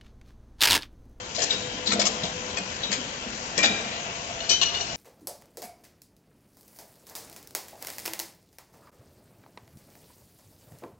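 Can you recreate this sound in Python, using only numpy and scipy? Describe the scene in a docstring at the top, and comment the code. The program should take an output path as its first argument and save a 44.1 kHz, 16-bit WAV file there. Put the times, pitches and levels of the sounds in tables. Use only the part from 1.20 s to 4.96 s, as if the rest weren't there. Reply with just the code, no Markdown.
"""A capping line runs in a factory hall, heard through a phone that walks along it. Belts and fans whir
as broadband noise, and the meshing teeth of two gearboxes whine in turn. Caps clack onto jars in bursts
of tiny contacts. Blows excite damped modes: lids knock, a guide rail and a steel bar ring, the frame
thuds and full jars clink. The hall answers each blow with diffuse reverberation."""
import sys
import numpy as np
from scipy import signal
from scipy.fft import rfft, irfft, next_fast_len
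from scipy.io import wavfile
from scipy.ndimage import uniform_filter1d

SR = 44100
rng = np.random.default_rng(int(sys.argv[2]) if len(sys.argv) > 2 else 0)


def master_out(mix):
    """Clip the mix to full scale and print it as 16-bit PCM to the path in sys.argv[1]."""
    frames = np.transpose(np.atleast_2d(mix))
    ceiling = np.clip(frames, -1, 1)
    pcm = np.round(ceiling * 32767).astype(np.int16)
    wavfile.write(sys.argv[1], SR, pcm)


N = 165816
HARD_CONTACT_S, MEDIUM_CONTACT_S, SOFT_CONTACT_S = 0.00085, 0.005, 0.011


def amp(db):
    """Decibels to amplitude ratio."""
    return 10 ** (np.asarray(db) / 20)


def unit(x):
    """Normalisation to rms 1."""
    return x / np.sqrt(np.mean(x ** 2))


def on_hz(table, size):
    """Interpolation of (Hz, value) rows over log frequency, at the bins of a spectrum."""
    hz, value = np.array(table, float).T
    return np.interp(np.log(np.fft.rfftfreq(size, 1 / SR) + 1), np.log(hz), value)


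def on_time(table):
    """Interpolation of (seconds, values..) rows: one curve for each value column."""
    times, *columns = np.array(table).T
    return [np.interp(np.arange(N) / SR, times, column) for column in columns]


def wander(rate_hz, size):
    """Random modulation of rms 1: Gaussian values joined by ramps."""
    step = max(int(SR / rate_hz), 2)
    held = np.repeat(rng.standard_normal(size // step + 1), step)
    return unit(uniform_filter1d(held, step)[:size])


def add(out, x, start_s):
    """Superposition of x on out from start_s."""
    i = int(start_s * SR)
    out[i:i + len(x)] += x[:N - i]


def whir():
    """Broadband noise of belts and fans: two incoherent signals whose third-octave bands flicker."""
    # Each row: frequency in Hz, relative spectral density in dB.
    spectrum = [(28, -20), (50, -8.5), (200, -6.5), (300, -11), (550, -10), (800, -10.5), (1200, -12.5),
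                (2700, -10.5), (4500, -15.5), (6500, -12.5), (7700, -19)]
    # Each row: time in seconds, level in dB, middle and bass against the treble in dB.
    levels = [(0, -38.5, 0.1, -1), (.3, -36, 0, 1), (1.1, -35, 0.83, 0.51), (2.0, -35, 0, -0.73),
              (2.75, -34, 1, -1.8), (3.1, -35.5, 0, -1.5), (3.76, -34, 0, -1.7)]
    level_db, middle_db, bass_db = on_time(levels)
    size = next_fast_len(N)
    octave = np.log2(np.fft.rfftfreq(size, 1 / SR) + 1)
    ripple_db = 2.5 * wander(SR / 90, len(octave)) * (octave > np.log2(900))  # uneven above 900 Hz
    gritty = rng.standard_normal((2, size)) * amp(wander(300, size))
    noise = rfft(gritty) * amp(on_hz(spectrum, size) + ripple_db)
    out = np.zeros((2, N))
    for centre in np.arange(4, 13.4, 1 / 3):  # octaves above 1 Hz
        band = np.cos(np.pi * np.clip(1.5 * (octave - centre), -.5, .5)) ** 2
        band_db = bass_db if centre < 8.7 else middle_db if centre < 11.6 else 0
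        flicker_db = 1.3 * wander(14, N)
        out += irfft(noise * band, size)[:, :N] * amp(band_db + flicker_db)
    swell_db = .4 * wander(6.6, N)
    return unit(out) * amp(level_db + swell_db)


def gearboxes():
    """Tooth-mesh tones of two gearboxes, each broadened into a narrow band by random modulation."""
    # Each row: frequency in Hz, width in Hz, relative level in dB, roughness from 0 to 1.
    first, second = [(499, 22, 0, .4), (1008, 35, -12, .9), (3192, 20, -12, .8)], [(670, 30, 0.85, 0.92), (699, 30, -0.75, 0.82)]
    # The walk past them. Each row: time in seconds, first and second gearbox's level in dB.
    passing = [(0, -41.5, -78), (.7, -37.5, -59), (1.4, -41, -68), (2.1, -51, -59.5), (2.6, -47, -49.5),
               (3.76, -62, -50)]
    out, t = np.zeros(N), np.arange(N) / SR
    for tones, level_db in zip((first, second), on_time(passing)):
        for hz, width_hz, tone_db, rough in tones:
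            smear = (wander(width_hz, N) + 1j * wander(width_hz, N)) / np.sqrt(2)
            tone = np.imag((1 - rough + rough * smear) * np.exp(2j * np.pi * hz * t))
            out += amp(level_db + tone_db) * np.sqrt(2) * tone
    return out


def clacks():
    """Impact noise of caps on jars: many tiny contacts merge into a burst with one spectral hump."""
    # Each row: start in seconds, level in dB, centre in Hz, width in octaves,
    # then rise, hold and 60 dB decay time in seconds.
    bursts = [(0.145, -26.5, 4820, 1.3, 0.004, 0.014, 0.12), (0.182, -29, 3540, 3.6, .003, 0.054, 0.45),
              (0.212, -19.5, 6600, 0.33, 0.0087, 0.02, 0.051), (0.293, -26.5, 4030, 3.6, 0.006, 0.039, 0.1),
              (0.655, -24.5, 3970, 0.31, 0.0087, 0.042, 0.14),
              (0.709, -21.5, 3570, 6.9, 0.01, 0.017, 0.066),
              (0.792, -18.5, 4730, 1.3, 0.0033, 0.0053, 0.068), (0.8, -21.5, 4480, 1.6, .002, .02, .12),
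              (0.852, -17.5, 6530, 1.4, 0.003, 0.023, 0.043),
              (1.024, -32.5, 3780, 0.87, 0.01, 0.031, 0.085), (1.362, -26, 3400, 4.2, 0.0083, 0.016, 0.055),
              (1.708, -23, 4060, 5.8, 0.0086, 0.024, 0.14), (2.3781, -10, 4500, 2.6, 0.00026, .0012, 0.014),
              (2.381, -18.5, 3940, 7.9, 0.0022, 0.008, 0.14),
              (2.425, -17.5, 2940, 1.24, 0.0063, 0.028, 0.1), (3.287, -21, 5970, 1, 0.0062, 0.025, 0.041),
              (3.307, -23.5, 4320, 0.77, 0.0023, 0.021, 0.1), (3.413, -17, 3680, 1.2, 0.0014, 0.02, 0.035),
              (3.539, -29, 3480, 0.83, 0.0037, 0.0069, 0.17),
              (3.602, -33.5, 5000, 5.8, 0.0016, 0.0081, 0.049)]
    out, size = np.zeros(N), 16384
    t = np.arange(size) / SR
    octave = np.log2(np.fft.rfftfreq(size, 1 / SR) + 1)
    skirt = 0.22 * (octave > 8)  # flat floor above the bass
    for start_s, db, hz, width, rise, hold, t60 in bursts:
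        rattle = rng.standard_normal(size) * amp(3 * wander(400, size))
        hump = 1 / (1 + (2 * (octave - np.log2(hz)) / width) ** 2)
        patchy_db = 3.5 * wander(SR / 60, len(octave))
        burst = unit(irfft(rfft(rattle) * (skirt + hump) * amp(patchy_db)))
        attack = np.minimum(t / rise, 1) ** 2
        decay_db = -60 * np.maximum(t - rise - hold, 0) / t60
        add(out, burst * attack * amp(db + decay_db), start_s)
    return out


def ring(modes, hits, contact_s, free_s=np.inf):
    """Modal superposition: each blow excites decaying sines; after free_s the belts grip and damp them."""
    # Each row of modes: frequency in Hz, relative level in dB, 60 dB decay time in seconds.
    # Each row of hits: start in seconds, level in dB, decay time ratio, optional pitch ratio.
    hz, mode_db, t60 = np.array(modes).T[:, :, None]
    out, t = np.zeros(N), np.arange(SR // 2) / SR
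    attack = np.minimum(t / contact_s, 1)
    grip_db = -60 * np.maximum(t - free_s, 0) / .1
    for start_s, db, decay_ratio, *pitch in hits:
        detune, phase, mix = rng.standard_normal((3, len(modes), 1))
        waves = np.sin(2 * np.pi * (hz * np.prod(pitch) * (1 + .001 * detune) * t + phase))
        wobble_db = 2 * np.array([wander(45, len(t)) for _ in modes]) * (hz > 1000)
        decay_db = grip_db - 60 * t / (t60 * decay_ratio)
        waves *= amp(mode_db + 1.5 * mix + wobble_db + decay_db)
        add(out, amp(db) * waves.sum(axis=0) * attack, start_s)
    return out


def lids():
    """Heavily damped midrange modes make a struck lid knock."""
    modes, hits = [(578, -1.5, .11), (640, -2.5, .13), (700, -4.5, .13), (503, -7, .09), (431, -8, .09)], [(.177, -26, 0.75, 1.04), (.195, -29.5, 1.1, 1.01), (.756, -27, 0.7, 1.08),
                                (.79, -25, 1.2, 1.03), (.843, -30, 0.37, 1.1), (1.03, -34, 1.5, 1.1),
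                                (1.377, -38, 0.95, 1), (2.380, -22.5, 0.77, 0.87), (2.437, -20, 0.87, 1.15),
                                (3.414, -26, 0.64, 1.7)]  # rows as in ring()
    return ring(modes, hits, HARD_CONTACT_S)


def guide_rail():
    """Closely spaced high modes give the struck rail a brief metallic ring."""
    modes, hits = [(3826, 6, .15), (3590, -3, .1), (4075, -6, .12), (5865, -6, .16), (3080, -8, .2),
                   (4530, -8, .1), (3380, -6, .12)], [(0.304, -20, 0.45), (0.672, -23, 0.5), (1.032, -29, 0.63),
                                 (1.631, -27.5, 1.02), (2.439, -23.5, 1.27)]  # rows as in ring()
    return ring(modes, hits, MEDIUM_CONTACT_S)


def frame():
    """Low modes, excited through a soft contact, make the frame thud."""
    modes, hits = [(199.7, 2.5, 0.36), (224.7, 2, 0.28), (168.5, -7.5, 0.21), (310, -6, 0.32),
                   (432, -2, 0.17)], [(0.32, -38, 0.89, 0.97), (.679, -31, 1.13, 1.02),
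                                  (0.727, -26.5, 0.95, 1.05), (0.822, -35.5, 0.65, .99),
                                  (1.032, -33.5, 0.63, 0.89), (1.384, -36.5, 0.73, 0.93),
                                  (1.647, -39.5, 0.63, 1.1), (1.692, -33, 0.69, 1.02),
                                  (1.771, -34.5, 0.51, 1.25), (2.058, -33.5, 0.59, 1.07),
                                  (2.37, -34.5, 1.14, 0.96), (2.446, -26.5, 0.65, 1.06),
                                  (2.495, -30, 0.68, 1)]  # rows as in ring()
    return ring(modes, hits, SOFT_CONTACT_S)


def steel_bar():
    """Two neighbouring modes of the struck bar beat until the belts damp them."""
    modes, hits = [(2378, 0, .8), (2410, -3, .8), (1908, 2, .13)], [(.716, -33, .2, 1.02), (1.372, -32, .2, 1.045), (2.383, -24, 1., 1.),
                                (2.437, -29, .8, 1.)]  # rows as in ring()
    return ring(modes, hits, HARD_CONTACT_S, free_s=.21)


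def jars():
    """Wall modes of full jars clink: a lower jar decays freely, a higher one is damped by the belts."""
    low_modes, low_hits = [(2888, 1, .3), (2945, -4, .25), (4264, 2, .14), (3680, 0, .08), (5830, -4, .2),
                           (6735, -7, .08)], [(3.204, -36, .8), (3.24, -38, .6), (3.413, -23, .7),
                                            (3.458, -29, .9), (3.548, -32, .7), (3.608, -32, .7)]  # rows as in ring()
    high_modes, high_hits = [(3074, -2, .7), (4021, -6, .5), (4180, -8, .15), (4410, 0, .14),
                             (4570, -8, .1), (5916, 5, .22), (5730, 1, .08), (6100, -2, .08),
                             (2498, -7, .1)], [(3.293, -19, .4, .98), (3.309, -21.5, 1, 1)]
    low = ring(low_modes, low_hits, HARD_CONTACT_S)
    return low + ring(high_modes, high_hits, MEDIUM_CONTACT_S, free_s=.065)


def hall(x, db=-11, t60=0.85, top_hz=3900):
    """Diffuse reverberation: convolution with an exponentially decaying cloud of reflections."""
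    t = np.arange(int(t60 * SR)) / SR
    cloud = signal.lfilter(*signal.butter(1, top_hz, fs=SR), rng.standard_normal(len(t)))
    cloud *= amp(-60 * t / t60)
    return amp(db) * signal.fftconvolve(x, cloud / np.linalg.norm(cloud))[:N]


def scatter(x):
    """All-pass dispersion: random group delays of a few milliseconds shift phase and keep colour."""
    size = next_fast_len(N)
    delay_s = .004 * np.abs(wander(SR / 400, size // 2 + 1))
    phase = 2 * np.pi * np.cumsum(delay_s) * SR / size
    return irfft(rfft(x, size) * np.exp(-1j * phase), size)[:N]


def ports(first, second, gain_db=-1.5):
    """Partial coherence: bass is nearly alike in both microphone ports;
    higher up, the right is later, dimmer and less alike."""
    # Each row: frequency in Hz, likeness of the ports from 0 to 1.
    likeness = [(60, .98), (300, .96), (600, .86), (1100, .5), (2200, .2)]
    # Each row: frequency in Hz, left minus right level in dB.
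    balance = [(60, .4), (600, 0.58), (1580, 3), (2730, 5.7), (4710, 11.5), (8130, 16.5)]
    # Each row: frequency in Hz, phase lead of the left port in radians.
    phase_lead = [(220, 0), (520, .5), (700, .85), (1380, 3.2), (8000, 14)]
    size = next_fast_len(N)
    coherence = np.clip(on_hz(likeness, size), 0, 1)
    tilt = amp(on_hz(balance, size))
    lag = np.exp(-1j * on_hz(phase_lead, size))
    left, unrelated = rfft(first, size), rfft(second, size)
    right = (coherence * lag * left + np.sqrt(1 - coherence ** 2) * unrelated) / tilt
    equal_power = 2 / np.sqrt(1 + tilt ** -2.)
    return irfft(np.array([left, right]) * equal_power * amp(gain_db), size)[:, :N]


def scene():
    """Direct sound, reverberation of the blows and whir superpose at the phone's two ports."""
    blows = clacks() + lids() + guide_rail() + frame() + steel_bar() + jars()
    direct = blows + gearboxes()
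    noise = whir()
    return ports(direct + hall(blows) + noise[0], scatter(direct) + hall(blows) + noise[1])


def record(dry, top_hz=7720):
    """Soft limiting rounds the loudest peaks, and a steep low-pass cuts the top."""
    low_pass = signal.ellip(12, .1, 60, top_hz, fs=SR, output="sos")
    return signal.sosfilt(low_pass, np.tanh(dry))


dry = scene()
out = record(dry)
master_out(out)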